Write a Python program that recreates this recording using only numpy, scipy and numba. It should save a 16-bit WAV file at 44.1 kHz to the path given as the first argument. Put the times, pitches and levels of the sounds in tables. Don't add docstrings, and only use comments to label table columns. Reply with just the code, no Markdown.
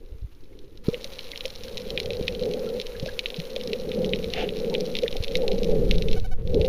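import sys
import numpy as np
from scipy import signal
from scipy.fft import rfft, irfft
from scipy.io import wavfile
from scipy.ndimage import uniform_filter1d
from numba import njit

SR = 44100
rng = np.random.default_rng(int(sys.argv[2]) if len(sys.argv) > 2 else 0)


def dump(signal):
    limited = np.clip(np.atleast_2d(signal).T, -1, 1)
    pcm = np.round(limited * 32767).astype(np.int16)
    wavfile.write(sys.argv[1], SR, pcm)


N = 294588


def undb(db):
    return 10 ** (np.asarray(db) / 20)


def curve(rows, column=1):
    rows = np.asarray(rows)
    return np.interp(np.arange(N) / SR, rows[:, 0], rows[:, column])


def response(points, size):
    hz, db = np.transpose(points)
    bins_hz = np.fft.rfftfreq(size, 1 / SR)
    return undb(np.interp(np.log(bins_hz + 1), np.log(hz), db))


def minimum_phase(gain):
    cepstrum = irfft(np.log(gain + 1e-9))
    half = len(cepstrum) // 2
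    cepstrum[1:half] *= 2
    cepstrum[half + 1:] = 0
    return irfft(np.exp(rfft(cepstrum)))


def colour(x, points):
    return signal.fftconvolve(x, minimum_phase(response(points, size=16384)))[:N]


def unit(x):
    return x / np.sqrt(np.mean(x ** 2))


def steady(x, span_s):
    return x / np.sqrt(uniform_filter1d(x ** 2, int(span_s * SR)) + 1e-12)


def add(out, start_s, x):
    i = int(np.clip(start_s * SR, 0, N))
    out[i:i + len(x)] += x[:N - i]


def jitter(span_s, size=N):
    return unit(uniform_filter1d(rng.standard_normal(size), int(span_s * SR)))


def wander(span_s):
    size = int(span_s * SR)
    rough = uniform_filter1d(rng.standard_normal(N), size, mode="wrap")
    return unit(uniform_filter1d(rough, size, mode="wrap"))


def pops(per_s, spread_db, limit_db):
    fires = rng.random(N) < per_s / SR
    level_db = np.mod(spread_db * rng.exponential(size=N), limit_db)
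    return fires * rng.choice([-1, 1], N) * undb(level_db)


@njit
def resonate(x, hz, width_hz):
    y, band, low = np.empty(len(x)), 0., 0.
    for i in range(len(x)):
        g, damping = np.tan(np.pi * hz[i] / SR), width_hz / hz[i]
        v = (band + g * (x[i] - low)) / (1 + g * (g + damping))
        band, low = 2 * v - band, low + 2 * g * v
        y[i] = damping * v
    return y


# f/Hz, level/dB
HISS_SPECTRUM = [(200, 20), (1000, 13.5), (1600, 11), (2400, 11), (4000, 7), (5000, 4.5), (7000, 2.5),
                 (9000, 3), (15000, 2.5)]

def hiss(flicker_db=1):
    level_db = -47.5 + flicker_db * jitter(span_s=0.02)
    return unit(colour(rng.standard_normal(N), HISS_SPECTRUM)) * undb(level_db)


def whine(hz=7652, waver_hz=4):
    pitch_hz = hz + waver_hz * jitter(span_s=0.0227)
    return undb(-59) * np.sin(2 * np.pi * np.cumsum(pitch_hz) / SR)


# start t/s, end t/s, level/dB, f/Hz
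BUZZES = [(6.163, 6.184, -39, 748), (6.244, 6.264, -41.5, 752), (6.314, 6.337, -42.5, 750),
          (6.375, 6.42, -50, 186)]

def buzzes(harmonics=20):
    out = np.zeros(N)
    for start_s, end_s, db, hz in BUZZES:
        t = np.arange(int((end_s - start_s) * SR)) / SR
        saw = sum(np.sin(2 * np.pi * hz * k * t) / k for k in range(1, harmonics + 1))
        add(out, start_s, undb(db) * unit(saw))
    return out


# f/Hz, level/dB
GUSH_SPECTRUM = [(200, -43), (500, -16), (720, 9.5), (1000, -15), (1600, -6), (2200, -1.5), (2800, 2.5),
                 (4000, -9), (5500, -18), (8000, -32), (15000, -52)]

def gush(peak_s=4.395, width_s=0.054, level_db=-30.5):
    swell = np.exp(-((np.arange(N) / SR - peak_s) / width_s) ** 2)
    fizz = colour(pops(per_s=3200, spread_db=3, limit_db=10), GUSH_SPECTRUM)
    return unit(fizz) * undb(level_db) * swell


def rings(events, rise_ratio, glide_per_s, wobble):
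    out, t = np.zeros(N), np.arange(-SR // 20, SR // 8) / SR
    for at_s, db, hz, decay_s in events:
        rise_s = rise_ratio * decay_s
        swell = 1 / (np.exp(np.minimum(-t / rise_s, 50)) + np.exp(t / decay_s))
        drift_s = np.cumsum(wobble * jitter(span_s=2 / hz, size=len(t))) / SR
        phase = 2 * np.pi * hz * (t + glide_per_s * t ** 2 + drift_s - drift_s[np.argmax(swell)])
        add(out, at_s + t[0], undb(db) * swell / swell.max() * np.cos(phase))
    return out


# t/s, peak
# level/dB, f/Hz, decay/s
BUBBLES = [(.319, -62.5, 2770, 0.011), (.53, -57, 2200, .005), (.886, -40.5, 1240, 0.0028),
           (.888, -15.5, 471, 0.0049), (.938, -24.5, 494, 0.011), (1.335, -33, 1990, 0.0028),
           (1.455, -24.5, 511, 0.0066), (1.680, -45, 1630, 0.0048), (2.199, -18.5, 468, 0.0034),
           (2.424, -20, 491, 0.01), (2.675, -43, 1340, 0.0076), (2.953, -40, 1660, .0044),
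           (3.063, -22.5, 545, 0.0024), (3.089, -31.5, 1630, 0.0049), (3.566, -18.5, 490, 0.0031),
           (3.732, -20, 474, 0.0068), (4.427, -26.5, 708, 0.011), (4.727, -38.5, 894, 0.011),
           (5.037, -13.5, 460, 0.0092), (5.062, -32.5, 1910, 0.0025), (5.156, -32, 794, 0.0021),
           (5.442, -37, 837, 0.0068), (5.494, -33, 784, 0.0045), (6.572, -13.5, 426, 0.011)]

def bubbles():
    return rings(BUBBLES, rise_ratio=0.51, glide_per_s=0.55, wobble=0.079)


# t/s, peak level/dB, f/Hz, decay/s
BUMPS = [(.122, -27, 42.4, 0.011), (.148, -30.5, 70.6, 0.0071), (.224, -23.5, 55, 0.01),
         (.246, -20.5, 52, 0.0073), (.8845, -6.5, 175, 0.0025), (2.212, -14.5, 148, 0.0014),
         (3.029, -17, 148, 0.0038), (3.387, -23, 167, 0.013), (5.205, -16, 60, 0.0054),
         (6.452, -13, 50.3, 0.0059), (6.502, -14, 70, 0.0077), (6.550, -8, 126, 0.0018),
         (6.601, -13.5, 79.5, 0.011)]

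def bumps():
    return rings(BUMPS, rise_ratio=0.18, glide_per_s=0, wobble=0.014)


# f/Hz, level/dB
SWAY_SPECTRUM = [(4, -1.5), (10, -4), (20, -8.5), (35, -23.5), (60, -39), (120, -49), (600, -110)]
# t/s, level/dB
SWAY_LEVEL = [(0, -39.5), (3.8, -36.5), (5.05, -31), (5.25, -25), (6.2, -15), (6.6, -25.5)]

def sway():
    waves = steady(colour(rng.standard_normal(N), SWAY_SPECTRUM), span_s=0.2)
    return waves * undb(curve(SWAY_LEVEL))


# f/Hz, level/dB
BUFFET_SPECTRUM = [(22, -23.5), (40, 14), (55, 1), (100, -1), (150, -12), (300, -26.5), (1500, -96)]
# t/s, level/dB
BUFFET_LEVEL = [(0, -52), (.35, -51), (.75, -49.5), (.95, -48), (1.5, -50), (1.85, -43.5), (2.25, -37.5),
                (2.85, -51.5), (3.03, -37.5), (3.3, -55.5), (4.1, -38), (4.4, -37), (4.55, -47),
                (4.75, -47), (5.1, -44.5), (5.5, -40), (5.92, -22), (6.2, -30.5), (6.38, -36), (6.56, -24),
                (6.68, -31)]

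def buffeting():
    rumble = steady(colour(rng.standard_normal(N), BUFFET_SPECTRUM), span_s=0.082)
    return rumble * undb(curve(BUFFET_LEVEL))


# t/s, upper gurgle level/dB, lower gurgle level/dB
FLOW_LEVEL = [(0, -53.5, -52), (.14, -53, -63.5), (.32, -73, -62), (.5, -52, -51.5), (.8, -57, -54.5),
              (.93, -44.5, -52), (1.3, -45, -56.5), (1.54, -50, -57), (1.68, -39.5, -49.5),
              (1.85, -36.5, -42.5), (2.12, -31.5, -45), (2.37, -34, -40.5), (2.5, -26, -35.5),
              (2.77, -30, -41), (2.81, -38, -51), (2.96, -38.5, -52), (3.03, -33.5, -40.5),
              (3.12, -40, -55), (3.52, -38, -49.5), (3.68, -31, -37.5), (3.82, -33.5, -40.5),
              (4.02, -26, -29.5), (4.33, -33, -39), (4.42, -29, -35.5), (4.54, -31.5, -38),
              (4.8, -23.5, -32), (4.96, -36, -38.5), (5.24, -36.5, -49), (5.36, -25, -34),
              (5.48, -24.5, -40), (5.56, -27.5, -31), (5.7, -21.5, -28.5), (5.93, -29, -28),
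              (6.16, -28.5, -32), (6.21, -46.5, -53), (6.37, -49.5, -48.5), (6.56, -22.5, -26),
              (6.68, -23.5, -36.5)]
# f/Hz, level/dB
UPPER_HOLLOW = [(120, -40.5), (290, -11.5), (370, -3.5), (430, 2), (520, 4), (580, -3.5), (650, -15),
                (745, -10), (850, -13.5), (1050, -35), (1800, -36), (4000, -124)]
LOWER_HOLLOW = [(70, -9.5), (130, -1.5), (165, 4.5), (195, 1.5), (240, -2.5), (300, -3), (400, 5),
                (700, -49), (2000, -109)]
# t/s, f/Hz
UPPER_PITCH = [(0, 408), (.75, 380), (1.05, 527), (1.9, 472), (2.7, 464), (3.1, 495), (4.3, 455),
               (4.7, 455), (5.2, 500), (5.5, 458), (5.7, 455), (5.9, 403), (6.68, 484)]

def gurgle(drift_hz=8, reef_s=0.78, far_hz=293, near_hz=212.6, sag_hz_per_db=2, buffet_ref_db=-42):
    upper_hz = curve(UPPER_PITCH) + drift_hz * wander(span_s=0.024)
    eddies = colour(pops(per_s=800, spread_db=3, limit_db=11.5), UPPER_HOLLOW)
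    upper = steady(resonate(eddies, upper_hz, width_hz=120.), span_s=0.06)
    sag_hz = sag_hz_per_db * (curve(BUFFET_LEVEL) - buffet_ref_db)
    lower_hz = np.where(np.arange(N) / SR < reef_s, far_hz, near_hz - sag_hz)
    large_eddies = colour(pops(per_s=600, spread_db=3.5, limit_db=16.5), LOWER_HOLLOW)
    lower = steady(resonate(large_eddies, lower_hz, width_hz=65.), span_s=0.09)
    return upper * undb(curve(FLOW_LEVEL)) + lower * undb(curve(FLOW_LEVEL, column=2) + 1)


def scatter(tail_db, decay_s, size=1024):
    tail = rng.standard_normal(size) * np.exp(-np.arange(size) / SR / decay_s)
    path = unit(tail) * undb(tail_db) / np.sqrt(size)
    path[0] = 1
    return path


# f/Hz, level/dB
WALL_GAIN = [(400, -31), (1100, -40), (1650, -27), (2000, -10), (2300, -6), (2800, -4), (3400, -3.5),
             (3950, -0.5), (4300, -4.5), (4700, -13), (5400, -11.5), (6200, -20.5), (7200, -27.5),
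             (14000, -36)]
TINT_HZ = [2300, 3260, 5750, 10000]

def snap(tint_db, swell_share=0.35, size=1024):
    body_db, bright_db, edge_db = tint_db
    tint = list(zip(TINT_HZ, [body_db, 0, bright_db, edge_db]))
    gain = response(WALL_GAIN, size) * response(tint, size)
    build_up = np.fft.fftshift(irfft(gain ** swell_share))
    ring_off = minimum_phase(gain ** (1 - swell_share))
    pulse = signal.fftconvolve(build_up, ring_off)[:size]
    paths = signal.fftconvolve(scatter(tail_db=-8.5, decay_s=0.0016), scatter(tail_db=-6, decay_s=0.0039))
    pulse = signal.fftconvolve(pulse, paths)[:2 * size]
    return np.pad(pulse, (size // 2, 0))[:2 * size] / np.abs(pulse).max()


def far_shrimp(colonies=20, tint_spread_db=5, mean_tint_db=(0, 3, 6)):
    out = np.zeros(N)
    for tint_db in tint_spread_db * rng.standard_normal((colonies, 3)) + mean_tint_db:
        clicks = pops(per_s=22, spread_db=7, limit_db=24)
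        out += signal.oaconvolve(clicks, snap(tint_db), "same")
    return unit(out) * undb(-46)


# t/s, peak level/dB, brightness/dB
NEAR_SNAPS = [(0.5906, -34.5, 8), (.7748, -33.5, 5), (0.9442, -17, -24), (1.0443, -14, 10.5),
              (1.1919, -16.5, -5), (1.3174, -18, 4), (1.3591, -19, -9), (1.376, -17.5, 13),
              (1.4082, -16.5, -4), (1.4551, -13, -6), (1.459, -17.5, 34), (1.6362, -20.5, 14),
              (1.7724, -16.5, 6), (1.7791, -14.5, 9), (1.9048, -15, 0.5), (1.9764, -7.5, -13),
              (2.0012, -10.5, 4), (2.0592, -18, 4), (2.1056, -15.5, -8), (2.1338, -19.5, 3),
              (2.281, -6.5, -7), (2.35, -20.5, -8), (2.4357, -21, 3), (2.5374, -18.5, 6),
              (2.7998, -14.5, 0), (2.8151, -16, 7), (2.8685, -20, 5), (2.9985, -18.5, 4), (3.061, -20.5, 4),
              (3.1924, -7, -2), (3.259, -9, -17), (3.3032, -18.5, 0), (3.3435, -20, -8), (3.401, -17, 3),
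              (3.5629, -13.5, -3), (3.612, -20.5, -5), (3.6749, -18.5, 13), (3.7327, -11.5, -5),
              (3.9175, -19.5, -9), (4.046, -16.5, -4), (4.135, -7.5, -28), (4.2436, -17.5, -5),
              (4.3372, -9.5, 2), (4.4907, -16, -9), (4.7415, -16, 4), (4.751, -10, -40),
              (4.8075, -16.5, 13), (4.953, -10.5, -5), (4.968, -13, -1), (4.9883, -12, 5), (5.035, -18, 0),
              (5.08, -12, -9), (5.1274, -19, 0), (5.1683, -16, 8), (5.2383, -14, 7), (5.245, -15.5, -4),
              (5.2814, -18, 3), (5.3544, -6.5, -3.5), (5.37, -16, 24), (5.4803, -11.5, 4.5),
              (5.5178, -16, -2), (5.633, -17, 9), (5.6453, -18, 8), (5.9118, -5, -3), (5.983, -18.5, 2),
              (6.0228, -14.5, 0), (6.0853, -17.5, -7), (6.1136, -19.5, 5), (6.131, -16, 1),
              (6.1994, -25, 11), (6.475, -26.5, 1), (6.545, -19.5, 4), (6.6144, -15.5, -6),
              (6.6474, -20.5, -7), (6.6514, -19.5, 2)]

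def near_shrimp(usual_peak_db=-16, usual_tint_db=(-1, -1.6, 0)):
    out = np.zeros(N)
    for at_s, db, bright_db in NEAR_SNAPS:
        tilt_db = bright_db * np.array([0, 0.99, 0.97])
        fullness_db = (db - usual_peak_db) * np.array([0.18, -0.05, 0.05])
        pulse = snap(tilt_db + fullness_db + usual_tint_db)
        add(out, at_s - len(pulse) / 2 / SR, pulse * undb(db))
    return out


# t/s, level/dB
TREBLE_LEVEL = [(0, -15.5), (.835, -15), (.845, -0.53), (5.9, -0.5), (6.17, -2.5), (6.21, -8), (6.33, -12),
                (6.35, -20), (6.42, -14), (6.48, -7.5), (6.68, -0.5)]

def scene(crackle_db_per_db=1.54, throb_db=1.33):
    treble_db = curve(TREBLE_LEVEL)
    floor = (hiss() + whine()) * undb(treble_db)
    crackle = far_shrimp() * undb(crackle_db_per_db * treble_db)
    events = bumps() + bubbles() + gush() + buzzes()
    wash = (gurgle() + buffeting()) * undb(throb_db * wander(span_s=0.038))
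    return (floor + events + sway() + wash + crackle + near_shrimp())[None]


# f/Hz, level/dB
MIC_NOTCH = [(6500, -1), (7300, -7), (7750, -16.5), (7950, -24), (8250, -14), (8700, -6.5), (9300, -2.5)]

def record(dry, top_hz=15200):
    low_pass = signal.ellip(8, .2, 70, top_hz, fs=SR, output="sos")
    return signal.sosfilt(low_pass, colour(dry[0], MIC_NOTCH))[None]


dry = scene()
out = record(dry)
dump(out)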